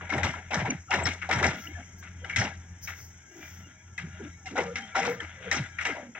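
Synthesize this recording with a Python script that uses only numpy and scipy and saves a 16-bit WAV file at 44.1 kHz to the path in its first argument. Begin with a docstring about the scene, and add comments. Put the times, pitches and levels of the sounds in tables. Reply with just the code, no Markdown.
"""Open ground with loose dirt: an excavator turns on its steel tracks some way off, trees behind it.
Shoes slap and links clank and rattle: shaped noise bursts with ringing modes; falling tones boom in the frame.
Dry pins squeak, rollers howl and the frame groans on wavering tones; scraping is grit noise with singing modes.
Under it a diesel hums on exhaust lines and travel gears whine; filtered noise gives hydraulic hiss and insects.
Two microphone ports hear it all, with the treble leaning left."""
import sys
import numpy as np
from scipy import signal
from scipy.fft import rfft, irfft, next_fast_len
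from scipy.io import wavfile
from scipy.ndimage import uniform_filter1d

SR = 44100
rng = np.random.default_rng(int(sys.argv[2]) if len(sys.argv) > 2 else 0)


def bounce(signal):
    """Save signal as a 16-bit WAV file at the path given by the first command-line argument."""
    frames = np.transpose(np.atleast_2d(signal))
    limited = np.clip(frames, -1, 1)
    pcm = np.round(limited * 32767).astype(np.int16)
    wavfile.write(sys.argv[1], SR, pcm)


N = 272979
TIME = np.arange(N) / SR
SIZE = next_fast_len(N + SR // 2, True)  # padded transform length
FREQ = np.maximum(np.arange(SIZE // 2 + 1) * SR / SIZE, 1)

# Levels in the tables are nominal: each source adds its own gain or random wavering.
# Pins and links knock on the rollers: start_s, struck_pitch_hz, level_db,
# body_relative_db, edge_relative_db, rattling_tail_over_crack_db
CLANKS = [(.008, 1470, -27, -2, -39, -5), (.123, 1365, -20.5, 7.5, -15.5, -5),
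          (0.135, 2200, -20, -4, -19, -4.5), (0.179, 1910, -18.5, 9.5, -17.5, -18),
          (0.231, 2026, -12.5, -1, -14.5, -5), (0.338, 1345, -23.5, 0, -34, -8.5),
          (.531, 2040, -19.5, 3, -19, -4), (.542, 1680, -13.5, -17, -13, -10.5),
          (.587, 1760, -23.5, 2.5, -22, -2), (.649, 890, -22, 0.5, -22.5, -1.5),
          (.704, 2320, -26, -35, -17, -6.5), (.926, 2150, -26.5, 4.5, -15.5, 5),
          (.940, 1786, -12, -5.5, -9, -21.5), (.992, 1970, -21.5, 3, -20.5, -2.5),
          (1.055, 1890, -14.5, -3.5, -11.5, -7), (1.066, 1603, -13.5, -13, -13, -10),
          (1.215, 2220, -24.5, -12.5, -25, -0.5), (1.311, 1780, -10.5, -12, -13.5, -10.5),
          (1.327, 1980, -12, -1, -14, -8.5), (1.388, 1520, -22, 5, -20, 1),
          (1.427, 1346, -13.5, 3, -12, -4), (1.438, 2050, -13, -12, -15.5, -2.5),
          (1.487, 1774, -25, 4, -27, -7.5), (1.785, 1490, -34, -18, -33, -3.5),
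          (2.025, 1535, -32, -15, -20, -1.5), (2.245, 1600, -27, 0, -15, -12),
          (2.296, 2260, -19, -15, -23, -9), (2.36, 2034, -11, -12, -8, -11),
          (2.385, 2220, -23.5, -6.5, -16.5, 6), (2.414, 1830, -16, 5, -20, -13),
          (2.873, 2234, -21, -16.5, -18, -5.5), (3.978, 1950, -21, -12.5, -17, -9),
          (4.457, 2160, -32, -8.5, -13.5, 0.5), (4.567, 1646, -23.5, 7, -14, -6),
          (4.577, 1410, -18.5, -5, -16.5, -4.5), (4.756, 2150, -16, -29, -16.5, -9),
          (4.953, 1384, -17, -2, -20.5, -1.5), (4.962, 2076, -17, -11.5, -12, -4),
          (5.028, 2020, -18, -3, -22, -8), (5.05, 1400, -23, 0, -16.5, 2),
          (5.203, 1760, -23, -9.5, -21, -5), (5.513, 2010, -10.5, -7, -9, -8),
          (5.547, 2810, -20, -4, -16, -4), (5.785, 1895, -17, -19.5, -24.5, -10),
          (5.81, 1640, -21, -11.5, -16.5, -6), (5.851, 2280, -11, -6, -18, -8),
          (5.949, 530, -33, 3.5, -26, 2), (6.149, 1990, -25, -8.5, -39, -3.5)]
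# Ranges of a blow, knock, body, clank, edge: low_hz, high_hz, tail_t60_s, build_up_s, tail_share_db
RANGES = [(185.6, 428, 0.26, 0.011, 1), (441, 1216, 0.21, 0.022, 0), (1210, 2830, 0.33, 0.0057, -1),
          (3120, 8100, 0.32, 0.00057, 0)]
# What the track rings with: pitch_hz, width_hz, relative_db
TRACK_MODES = [(473.3, 8.9, -5.5), (629, 7.3, -5), (785, 9.2, -5.5), (957, 7.5, -3.5), (1213, 10, -10.5),
               (1350, 11.8, -1.5), (1448, 14, -4), (1630, 22, -1), (1733, 22, -5.5), (1994, 25, -1.5),
               (2054, 25, -2.5), (2175, 98, -0.5), (2810, 15, -6), (3165, 16, -3), (3500, 12, -15.5),
               (3850, 25, 0)]
# Colour of the steel: frequency_hz, gain_db
STEEL_COLOUR = [(150, -7.5), (500, -7), (800, 1), (1100, -8.5), (1450, -8), (2100, -6.5), (2600, -12),
                (3300, 0.5), (3900, -1.5), (4600, -9.5), (5550, 3.5), (7000, -5), (7550, -1.5),
                (9000, -23.5), (15000, 15.5)]
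# A shoe tips over the idler and slaps down: start_s, level_db, body_relative_db, upper_ring_relative_db
SLAPS = [(.092, -27.5, -4.5, -4), (.506, -25.5, 1.5, -23), (.906, -20, -5, -15), (1.29, -24.5, 2.5, -17),
         (4.555, -28.5, 5, -5.5), (4.946, -29, 5.5, -3.5)]
KNOCK_DB = -8  # knock relative to the body
SLAP_EDGE_DB, SLAP_TAIL_DB = -19, 3.5  # edge over clank, tail over crack
# A slapped shoe rings on: pitch_hz, relative_db, t60_s
SHOE_MODES = [(761, 3.5, 0.068), (1366, -3, 0.32), (1462, -3, .26), (3914, -14.5, 0.25)]
# A shoe beds into the dirt as weight settles on it: centre_s, pitch_hz, level_db
THUDS = [(0.183, 121, -32), (0.599, 104.7, -30), (1.015, 102.6, -41.5), (1.378, 111.7, -29.5),
         (2.396, 116.4, -29.5), (2.423, 190, -32), (2.47, 204, -41), (4.04, 150.7, -41.5),
         (5.612, 146.2, -37)]
THUD_LENGTH_S = 0.026
# Heavy blows boom through the frame: start_s, level_db, starting_pitch_hz, length_s
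BOOMS = [(0.117, -36, 400, 0.066), (0.231, -36, 255.6, 0.12), (0.536, -34, 425, 0.18),
         (0.675, -35.5, 474, 0.095), (0.923, -35, 373, 0.2), (1.06, -39.5, 478.5, 0.05),
         (1.321, -35, 381.6, 0.19), (1.434, -31, 343.4, 0.078), (1.524, -46, 402, 0.065),
         (2.372, -39, 215, 0.055), (2.41, -33, 256.5, 0.023), (2.445, -38.5, 300, 0.06),
         (4.195, -40, 482.5, 0.066), (4.572, -30, 710, 0.049), (4.987, -50.5, 473.6, 0.26),
         (5.204, -42.5, 514, 0.046), (5.543, -37, 386, 0.11), (5.885, -43, 602, 0.052)]
BOOM_OCTAVE_S = .036  # nominal time to fall the first octave, scaled for each path
BOOM_LOW_CUT_HZ = 105  # the booms carry little below this
# The frame groans as the track drags sideways: centre_s, pitch_at_centre_hz, level_db, length_s
GROANS = [(1.591, 202, -42, .03), (1.695, 299.4, -48, 0.048), (1.807, 258, -47.5, .03),
          (3.375, 333.4, -50, 0.086), (3.687, 263.6, -55, 0.042), (3.6, 182.2, -54.5, 0.074),
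          (4.06, 165.4, -43.5, .06), (4.256, 299, -44.5, 0.047), (4.535, 278.6, -37.5, 0.027),
          (4.812, 227.4, -49.5, 0.11), (5.43, 504, -52, 0.085), (5.987, 604, -46, 0.085),
          (6.073, 238, -48, 0.084)]
GROAN_FALL_OCTAVES_PER_S = 1.8
# A binding roller howls: centre_s, level_db, length_s
HOWLS = [(4.655, -42.5, 0.11), (5.087, -40, 0.11), (5.481, -47.5, 0.038)]
# Tones in every howl: pitch_hz, relative_db
HOWL_TONES = [(180, -2.5), (476, 5), (554, -5), (628, -23), (784, -32), (958, -30), (1213, -12.5),
              (1359, -11), (1428, -13)]
# Dry pins squeak as the links fold: centre_s, pitch_hz, level_db, length_s
SQUEAKS = [(0.107, 2140, -30, 0.011), (0.516, 2625, -38, 0.0099), (0.662, 957, -35, 0.021),
           (0.71, 2276, -33, 0.007), (0.704, 2750, -36, .006), (0.707, 6170, -28.5, 0.0051),
           (0.894, 1370, -49.5, .022), (0.912, 788, -32.5, 0.015), (0.947, 2830, -38, 0.044),
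           (1.039, 7480, -36.5, 0.0085), (1.06, 5420, -31.5, .012), (1.674, 2894, -32, 0.0045),
           (1.76, 1740, -42.5, 0.018), (1.794, 711, -47.5, 0.035), (2.239, 494, -46.5, 0.02),
           (2.249, 1538, -34.5, 0.0076), (2.249, 2930, -43, .009), (2.306, 2313, -37, 0.016),
           (2.343, 2214, -33, 0.02), (3.441, 2360, -49.5, 0.046), (4.468, 766, -43.5, 0.02),
           (4.474, 2140, -37, 0.011), (4.48, 2780, -46, 0.027), (4.814, 782, -49, 0.083),
           (4.993, 780.4, -28.5, 0.025), (5.205, 3180, -36, 0.0041), (5.204, 1786, -38, 0.011)]
# Links scrape over rollers and dirt: time_s, level_db
SCRAPE_LEVEL = [(0.0, -42), (0.21, -34.5), (0.31, -30.5), (0.77, -76), (0.96, -39.5), (1.14, -49),
                (1.41, -36), (1.62, -37.5), (1.79, -46.5), (2.07, -54), (2.35, -37), (2.42, -28),
                (2.58, -50), (3.28, -53.5), (3.46, -44.5), (3.75, -50), (4.0, -55.5), (4.15, -40),
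                (4.31, -48), (4.52, -59), (4.9, -40), (5.05, -41.5), (5.17, -41), (5.33, -47.5),
                (5.47, -34), (5.7, -44.5), (5.82, -35.5), (6.0, -45.5), (6.19, -62)]
# Colour of the scraping: frequency_hz, density_db_per_hz
SCRAPE_COLOUR = [(200, -3), (330, -5.5), (480, -21.5), (650, 5.5), (800, 1.5), (1100, -4), (1450, 10.5),
                 (2200, 5.5), (2700, 3.5), (3500, 2.5), (4000, -13), (4500, -20.5), (8000, -24.5),
                 (10000, -60)]
# Diesel hum: time_s, level_db
ENGINE_LEVEL = [(0.0, -43.5), (0.26, -35), (0.31, -45), (0.6, -42.5), (0.83, -49), (1.07, -36.5),
                (1.19, -46.5), (1.5, -34), (1.6, -63), (1.67, -44), (2.53, -44), (3.15, -47.5), (3.24, -62),
                (3.62, -46), (3.67, -52.5), (3.88, -56), (3.93, -44), (4.57, -49), (4.64, -45.5),
                (4.96, -56.5), (5.07, -49.5), (5.16, -52.5), (5.74, -44), (6.19, -65)]
# Engine speed: time_s, firing_rate_hz
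FIRING = [(0, 87.2), (3.0, 86.9), (3.24, 82.8), (3.43, 82.8), (3.6, 88.3), (3.9, 86.8), (5.05, 87.5),
          (5.3, 85.4), (5.65, 86.9), (6.19, 86.9)]
# Exhaust lines: multiple_of_firing_rate, relative_db
EXHAUST = [(.5, -16.5), (1, 2.5), (1.499, -20), (2.02, -10), (2.25, -15)]
# Low rumble of fan and drive: frequency_hz, relative_db
RUMBLE_COLOUR = [(20, -6), (42, -7.5), (60, -0.5), (120, 12.5), (200, 0), (320, -1), (500, -12), (900, -9),
                 (1500, -26), (4000, -54)]
# Gears of the travel drive: pitch_hz, relative_db
GEAR_TONES = [(782, -10.5), (958, -10.5), (1400, -2), (1646, 0), (1748, -7), (1972, -1.5), (2143, 0.5),
              (2225, -0.5), (2390, -4), (3100, -8), (3300, -12)]
# Thin hydraulic hisses: centre_s, level_db, length_s
HISSES = [(1.63, -43, 0.083), (1.995, -47, 0.018), (2.844, -33.5, 0.025), (2.892, -39.5, 0.034),
          (3.014, -43.5, 0.098), (3.486, -47, 0.16), (5.112, -45, 0.059)]
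# Colour of the hiss: frequency_hz, relative_db
HISS_COLOUR = [(2000, -44), (6000, 28), (9000, -9), (13000, -5), (14000, 21), (15200, 8), (16000, 25.5)]
# Colour of the insects: frequency_hz, relative_db
INSECT_COLOUR = [(3500, -46.5), (4800, -21.5), (5700, 5), (6400, 5.5), (7500, -1), (8200, -21),
                 (9000, -102), (11000, -32.5), (12500, -22.5), (15500, -56)]
# The two microphone ports: frequency_hz, left_minus_right_db, diffuse_share_db
PORTS = [(40, 0, -13), (100, -.4, -23), (300, .5, -15), (700, .7, -15), (1300, 4.8, -10), (2400, 5.6, -6),
         (5000, 3.2, -7), (8000, 2, -8), (14000, 10, -7)]
PORT_LAG_S = .00006  # the left port hears later
TOP_HZ = 15700  # upper edge of the microphone's band


def undb(db):
    """Decibels to gain."""
    return 10 ** (np.asarray(db) / 20)


def unit(x):
    """Scale to rms 1."""
    return x / np.sqrt(np.mean(x ** 2))


def noise():
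    """Two unrelated noises: the direct sound and its diffuse part."""
    return rng.standard_normal((2, N))


def walk(rate):
    """Smooth random curve that changes about rate times a second; spread near 1."""
    k = max(int(SR / rate), 1)
    steps = np.repeat(rng.standard_normal(N // k + 1), k)
    return 1.3 * uniform_filter1d(steps, k)[:N]


def table_curve(table):
    """A (time, value) table drawn out over the whole scene."""
    return np.interp(TIME, *np.transpose(table))


def swell(s, length):
    """A bell-shaped rise and fall around time s."""
    return np.exp(-2 * np.minimum(((TIME - s) / length) ** 2, 20))


def colour(x, points, modes=()):
    """Causal filter through (Hz, dB) points, with ringing modes on top."""
    hz, db = np.transpose(points)
    gain = undb(np.interp(np.log(FREQ), np.log(hz), db))
    # folding the cepstrum forward in time gives minimum phase
    cepstrum = irfft(np.log(gain), SIZE)
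    cepstrum[1:SIZE // 2] *= 2
    cepstrum[SIZE // 2 + 1:] = 0
    ring = 1 + sum(undb(d) / (1 + 1j * (FREQ ** 2 - f ** 2) / (FREQ * w)) for f, w, d in modes)
    return irfft(rfft(x, SIZE) * np.exp(rfft(cepstrum)) * ring, SIZE)[:, :N]


def blows():
    """Every blow on the track as (s, pitch Hz, knock dB, body dB, clank dB, edge dB, tail dB)."""
    shoe_hz = SHOE_MODES[0][0]
    hits = [(s, shoe_hz, db, body, SLAP_EDGE_DB, SLAP_TAIL_DB) for s, db, body, _ in SLAPS] + CLANKS
    return [(s, hz, db + body + KNOCK_DB, db + body, db, db + edge, tail)
            for s, hz, db, body, edge, tail in hits]


def clanks(hits, hard_db=-23, crack_s=0.0044, patchy_db=2.0, soft_s=0.0033, soft_db=8,
           gain_db=-2.5, count=4):
    """A blow is a short crack, then a tail as neighbouring shoes rattle; each range builds up at its own pace."""
    t = np.arange(SR // 2) / SR
    chatter = unit(noise() * undb(2.2 * walk(260)))
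    out = 0
    for k, (low_hz, high_hz, t60, rise, share_db) in enumerate(RANGES):
        power = np.zeros(N + SR)
        crack = np.exp(-2 * t / crack_s)
        tail = undb(share_db - 60 * t / t60) ** 2
        for s, _, *range_db, tail_db in hits:
            # a light blow lands more slowly than a hard one
            landing = soft_s * (max(hard_db - range_db[2], 0) / soft_db) ** 2
            onset = (1 - np.exp(-t / (rise + landing))) ** 2
            i = max(int(s * SR), 0)
            power[i:i + len(t)] += undb(range_db[k]) ** 2 * onset * (crack + undb(tail_db) ** 2 * tail)
        # a different stretch of chatter for each range, raised to make up for its narrow band
        force = np.roll(chatter, k * SR, axis=1) * np.sqrt(power[:N] * SR / 2 / (high_hz - low_hz))
        # the contact shifts along the shoe, so narrow parts of each range flare up in turn
        edges = np.geomspace(low_hz, high_hz, count + 1)
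        for n, pair in enumerate(zip(edges, edges[1:])):
            band = signal.butter(2, pair, "band", fs=SR, output="sos")
            flare = unit(undb(patchy_db * walk(55)))
            out = out + (-1) ** n * signal.sosfilt(band, force) * flare
    return undb(gain_db) * colour(out, STEEL_COLOUR, TRACK_MODES)


def rings(hits, ping_db=-1, ping_t60=0.034, partner_db=-6, ring_db=-21, ring_t60=0.21,
          uneven_db=4, count=5):
    """Each blow sets the struck part pinging and wakes the modes of the track, each time in other shares."""
    t = np.arange(SR // 2) / SR
    short = t[:SR // 6]
    centres = np.log([np.sqrt(low * high) for low, high, *_ in RANGES])
    mode_hz, _, mode_db = np.transpose(TRACK_MODES)
    mode_fade = undb(mode_db[:, None] + ring_db - 60 * t / ring_t60)
    modes = np.exp(2j * np.pi * mode_hz[:, None] * t) * mode_fade
    touch = 1 - np.exp(-t / 0.003)
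    out = np.zeros((2, N + SR))
    for s, hz, *range_db, _ in hits:
        uneven = uneven_db * np.clip(rng.standard_normal(len(mode_hz)), -2, 1.5)
        shares = undb(np.interp(np.log(mode_hz), centres, range_db) + uneven)
        phases = np.exp(2j * np.pi * rng.random((2, len(mode_hz))))
        ring = ((shares * phases) @ modes).real
        # the struck part: one leading partial and weaker partners around it, soon damped by the dirt
        partial_hz = hz * 2 ** np.append(0, rng.uniform(-0.478, 0.384, count))
        partner_drop = partner_db * (np.arange(count + 1) > 0)
        partial_db = np.interp(np.log(hz), centres, range_db) + ping_db + partner_drop
        partials = np.exp(2j * np.pi * partial_hz[:, None] * short) * undb(-60 * short / ping_t60)
        phases = np.exp(2j * np.pi * rng.random((2, count + 1)))
        ring[:, :len(short)] += ((undb(partial_db) * phases) @ partials).real
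        i = max(int(s * SR), 0)
        out[:, i:i + len(t)] += touch * ring
    return out[:, :N]


def rattles(hits, gain_db=-10, delay_s=.045, fall_db_per_s=130, scatter_db=4, t60=0.0094,
            low_hz=1200, high_hz=3600, tilt_db=-3, count=16):
    """Loose links and grit bounce on the steel: a thinning shower of tiny pings, the higher ones weaker."""
    t = np.arange(SR // 25) / SR
    fade = (1 - np.exp(-t / 0.0012)) * undb(-60 * t / t60)
    out = np.zeros((2, N + SR))
    for s, _, _, _, clank_db, _, _ in hits:
        for wait, place, size, *phases in rng.random((count, 5)):
            delay = -delay_s * np.log(1 - wait)
            hz = low_hz * (high_hz / low_hz) ** place
            db = clank_db + gain_db - fall_db_per_s * delay
            db += tilt_db * np.log2(hz / low_hz) + scatter_db * (2 * size - 1)
            i = int(np.clip(s + delay, 0, N / SR) * SR)
            ping = np.sin(2 * np.pi * (hz * t + np.array(phases)[:, None]))
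            out[:, i:i + len(t)] += undb(db) * fade * ping
    return out[:, :N]


def shoes(rise_s=0.0086):
    """A slapped shoe rings on one low tone; where the dirt leaves it free, its upper tones ring on too."""
    t = np.arange(SR // 2) / SR
    out = np.zeros((2, N + SR))
    for s, db, body_db, upper_db in SLAPS:
        i = int(s * SR)
        for k, (hz, mode_db, t60) in enumerate(SHOE_MODES):
            level_db = db + body_db + mode_db + upper_db * (k > 0)
            fade = (1 - np.exp(-t / rise_s)) * undb(level_db - 60 * t / t60)
            out[:, i:i + len(t)] += fade * np.sin(2 * np.pi * (hz * t + rng.random((2, 1))))
    return out[:, :N]


def bend(hz, sway, overtone=2.1, overtone_db=-16):
    """A bending wave of the frame on a pitch curve, with one overtone."""
    turns = np.cumsum(hz) / SR + sway + rng.random((2, 1))
    upper = undb(overtone_db) * np.sin(2 * np.pi * overtone * turns)
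    return np.sqrt(2) * (np.sin(2 * np.pi * turns) + upper)


def thuds(rough=0.44, wobble=0.093):
    """A shoe beds into the dirt: one short, low tone that swells and fades."""
    out = np.zeros((2, N))
    flutter, sway = 1 + rough * walk(60), wobble * walk(60)
    for s, hz, db in THUDS:
        near = np.abs(TIME - s) < 2 * THUD_LENGTH_S
        shape = (swell(s, THUD_LENGTH_S) * flutter)[near]
        out[:, near] += undb(db) * shape * bend(np.full(near.sum(), hz), sway[near])
    return out


def booms(gain_db=1, rough=0.91, wobble=0.27, fullness=0.43, spread=0.3054, count=2):
    """Bending waves take two paths through the frame; high ones arrive first, so each boom falls in pitch."""
    out = np.zeros((2, N))
    for path in 2 ** (spread * np.linspace(-1, 1, count)):
        flutter, sway = unit(1 + rough * walk(90)), wobble * walk(80)
        for s, db, hz, length in BOOMS:
            near = np.arange(int(s * SR), min(int((s + length) * SR), N))
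            t = (near - near[0]) / SR
            arch = np.abs(np.sin(np.pi * t / length)) ** fullness
            pitch = hz / (1 + t / (BOOM_OCTAVE_S * path))
            out[:, near] += undb(db) * arch * flutter[near] * bend(pitch, sway[near])
    low_cut = signal.butter(4, BOOM_LOW_CUT_HZ, "high", fs=SR, output="sos")
    return undb(gain_db) * signal.sosfilt(low_cut, out) / np.sqrt(count)


def groans(rough=0.29, wobble=0.14):
    """The dragged frame groans: rough, slowly sinking tones that swell and fade."""
    out = np.zeros((2, N))
    flutter, sway = 1 + rough * walk(160), wobble * walk(150)
    for s, hz, db, length in GROANS:
        near = np.abs(TIME - s) < 2 * length
        pitch = hz * 2 ** (-GROAN_FALL_OCTAVES_PER_S * (TIME[near] - s))
        shape = (swell(s, length) * flutter)[near]
        out[:, near] += undb(db) * shape * bend(pitch, sway[near])
    return out


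def howls(rough=0.54, wobble=0.11):
    """A roller binds and sings on a few unsteady tones around held pitches."""
    tones = 0
    for hz, db in HOWL_TONES:
        flutter = 1 + rough * walk(60)
        turns = hz * TIME + wobble * walk(60) + rng.random((2, 1))
        tones = tones + undb(db) * flutter * np.sin(2 * np.pi * turns)
    return np.sqrt(2) * tones * sum(undb(db) * swell(s, length) for s, db, length in HOWLS)


def squeaks(wobble=0.08, rough=0.24, width=0.011):
    """A dry pin sticks and slips for a moment: one unsteady tone that swells and dies."""
    out = np.zeros((2, N))
    flutter, sway, drift = 1 + rough * walk(220), wobble * walk(200), width * walk(150)
    for s, hz, db, length in SQUEAKS:
        near = np.abs(TIME - s) < 2.5 * length
        turns = np.cumsum(hz * (1 + drift[near])) / SR + sway[near] + rng.random((2, 1))
        shape = (swell(s, length) * flutter)[near]
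        out[:, near] += undb(db) * shape * np.sqrt(2) * np.sin(2 * np.pi * turns)
    return out


def scrape(gain_db=-8, sing_db=-1, waver_db=6):
    """Links grind over the rollers: dense uneven grit, while the modes of the steel sing in and out."""
    surge_db = 4 * walk(22)
    grit = noise() * undb(2.5 * walk(330) + surge_db)
    sing = 0
    for hz, width, db in TRACK_MODES:
        turns = np.cumsum(hz + width * walk(110)) / SR
        colour_db = np.interp(hz, *np.transpose(SCRAPE_COLOUR))
        strength = undb(db + colour_db + waver_db * walk(22))
        sing = sing + strength * np.sin(2 * np.pi * (turns + rng.random((2, 1))))
    grind = unit(colour(grit, SCRAPE_COLOUR, TRACK_MODES)) + undb(sing_db) * unit(sing)
    return unit(grind) * undb(table_curve(SCRAPE_LEVEL) + gain_db)


def diesel(hum_db=-1, rumble_db=-42, rumble_follow=0.34, drift=0.0125):
    """Exhaust lines follow a firing rate that sags and drifts; they gurgle over the rumble of fan and drive."""
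    turns = np.cumsum(table_curve(FIRING) * (1 + drift * walk(12))) / SR
    gurgle = 1 + .33 * walk(45)
    lines = 0
    for multiple, db in EXHAUST:
        strength = undb(db + 2.94 * walk(18))
        lines = lines + strength * np.sin(2 * np.pi * (multiple * turns + rng.random()))
    load_db = table_curve(ENGINE_LEVEL)
    rumble_level_db = rumble_db + rumble_follow * load_db + 1.5 * walk(18)
    rumble = unit(colour(noise(), RUMBLE_COLOUR)) * undb(rumble_level_db)
    return unit(gurgle * lines) * undb(load_db + hum_db) + rumble


def gears(level_db=-60.5, waver_db=5, follow=0.62):
    """Travel gears whine: tones drift together, waver and flutter singly, and swell with the scraping."""
    speed = 1 + .014 * walk(9)
    whine = 0
    for hz, db in GEAR_TONES:
        turns = np.cumsum(hz * (speed + .007 * walk(50))) / SR
        flutter = 1 + .5 * walk(110)
        strength = undb(db + waver_db * walk(13)) * flutter
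        whine = whine + strength * np.sin(2 * np.pi * (turns + rng.random((2, 1))))
    drag_db = table_curve(SCRAPE_LEVEL)
    return unit(whine) * undb(level_db + follow * (drag_db - drag_db.mean()))


def hydraulics():
    """Oil squeezes through a valve in short, very high hisses."""
    flow = sum(undb(db) * swell(s, length) for s, db, length in HISSES)
    return unit(colour(noise(), HISS_COLOUR)) * flow


def insects(level_db=-59):
    """A far chorus in the trees: a high noise band with a fine flutter."""
    flutter_db = walk(3) + 1.4 * walk(120)
    return unit(colour(noise(), INSECT_COLOUR)) * undb(level_db + flutter_db)


def scene():
    """All sources reach two ports; the left one hears the treble louder and everything slightly later."""
    hits = blows()
    track = clanks(hits) + rings(hits) + rattles(hits) + shoes() + thuds()
    frame = booms() + groans()
    friction = howls() + squeaks() + scrape()
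    drive = diesel() + gears() + hydraulics()
    direct, diffuse = rfft(track + frame + friction + drive + insects(), SIZE)
    hz, *columns = np.transpose(PORTS)
    pan_db, share_db = (np.interp(np.log(FREQ), np.log(hz), c) for c in columns)
    pan, share = undb(pan_db), undb(np.minimum(share_db, -2))
    # the diffuse part enters the ports with opposite signs
    left = (direct + share * diffuse) * pan * np.exp(-2j * np.pi * FREQ * PORT_LAG_S)
    right = direct - share * diffuse
    balance = np.sqrt(2 / (1 + pan ** 2) / (1 + share ** 2))  # keeps the summed power
    return irfft(np.array([left, right]) * balance, SIZE)[:, :N]


def record(dry):
    """The microphone's band ends in a steep cut of the top treble."""
    return signal.sosfilt(signal.ellip(8, .2, 70, TOP_HZ, fs=SR, output="sos"), dry)


dry = scene()
out = record(dry)
bounce(out)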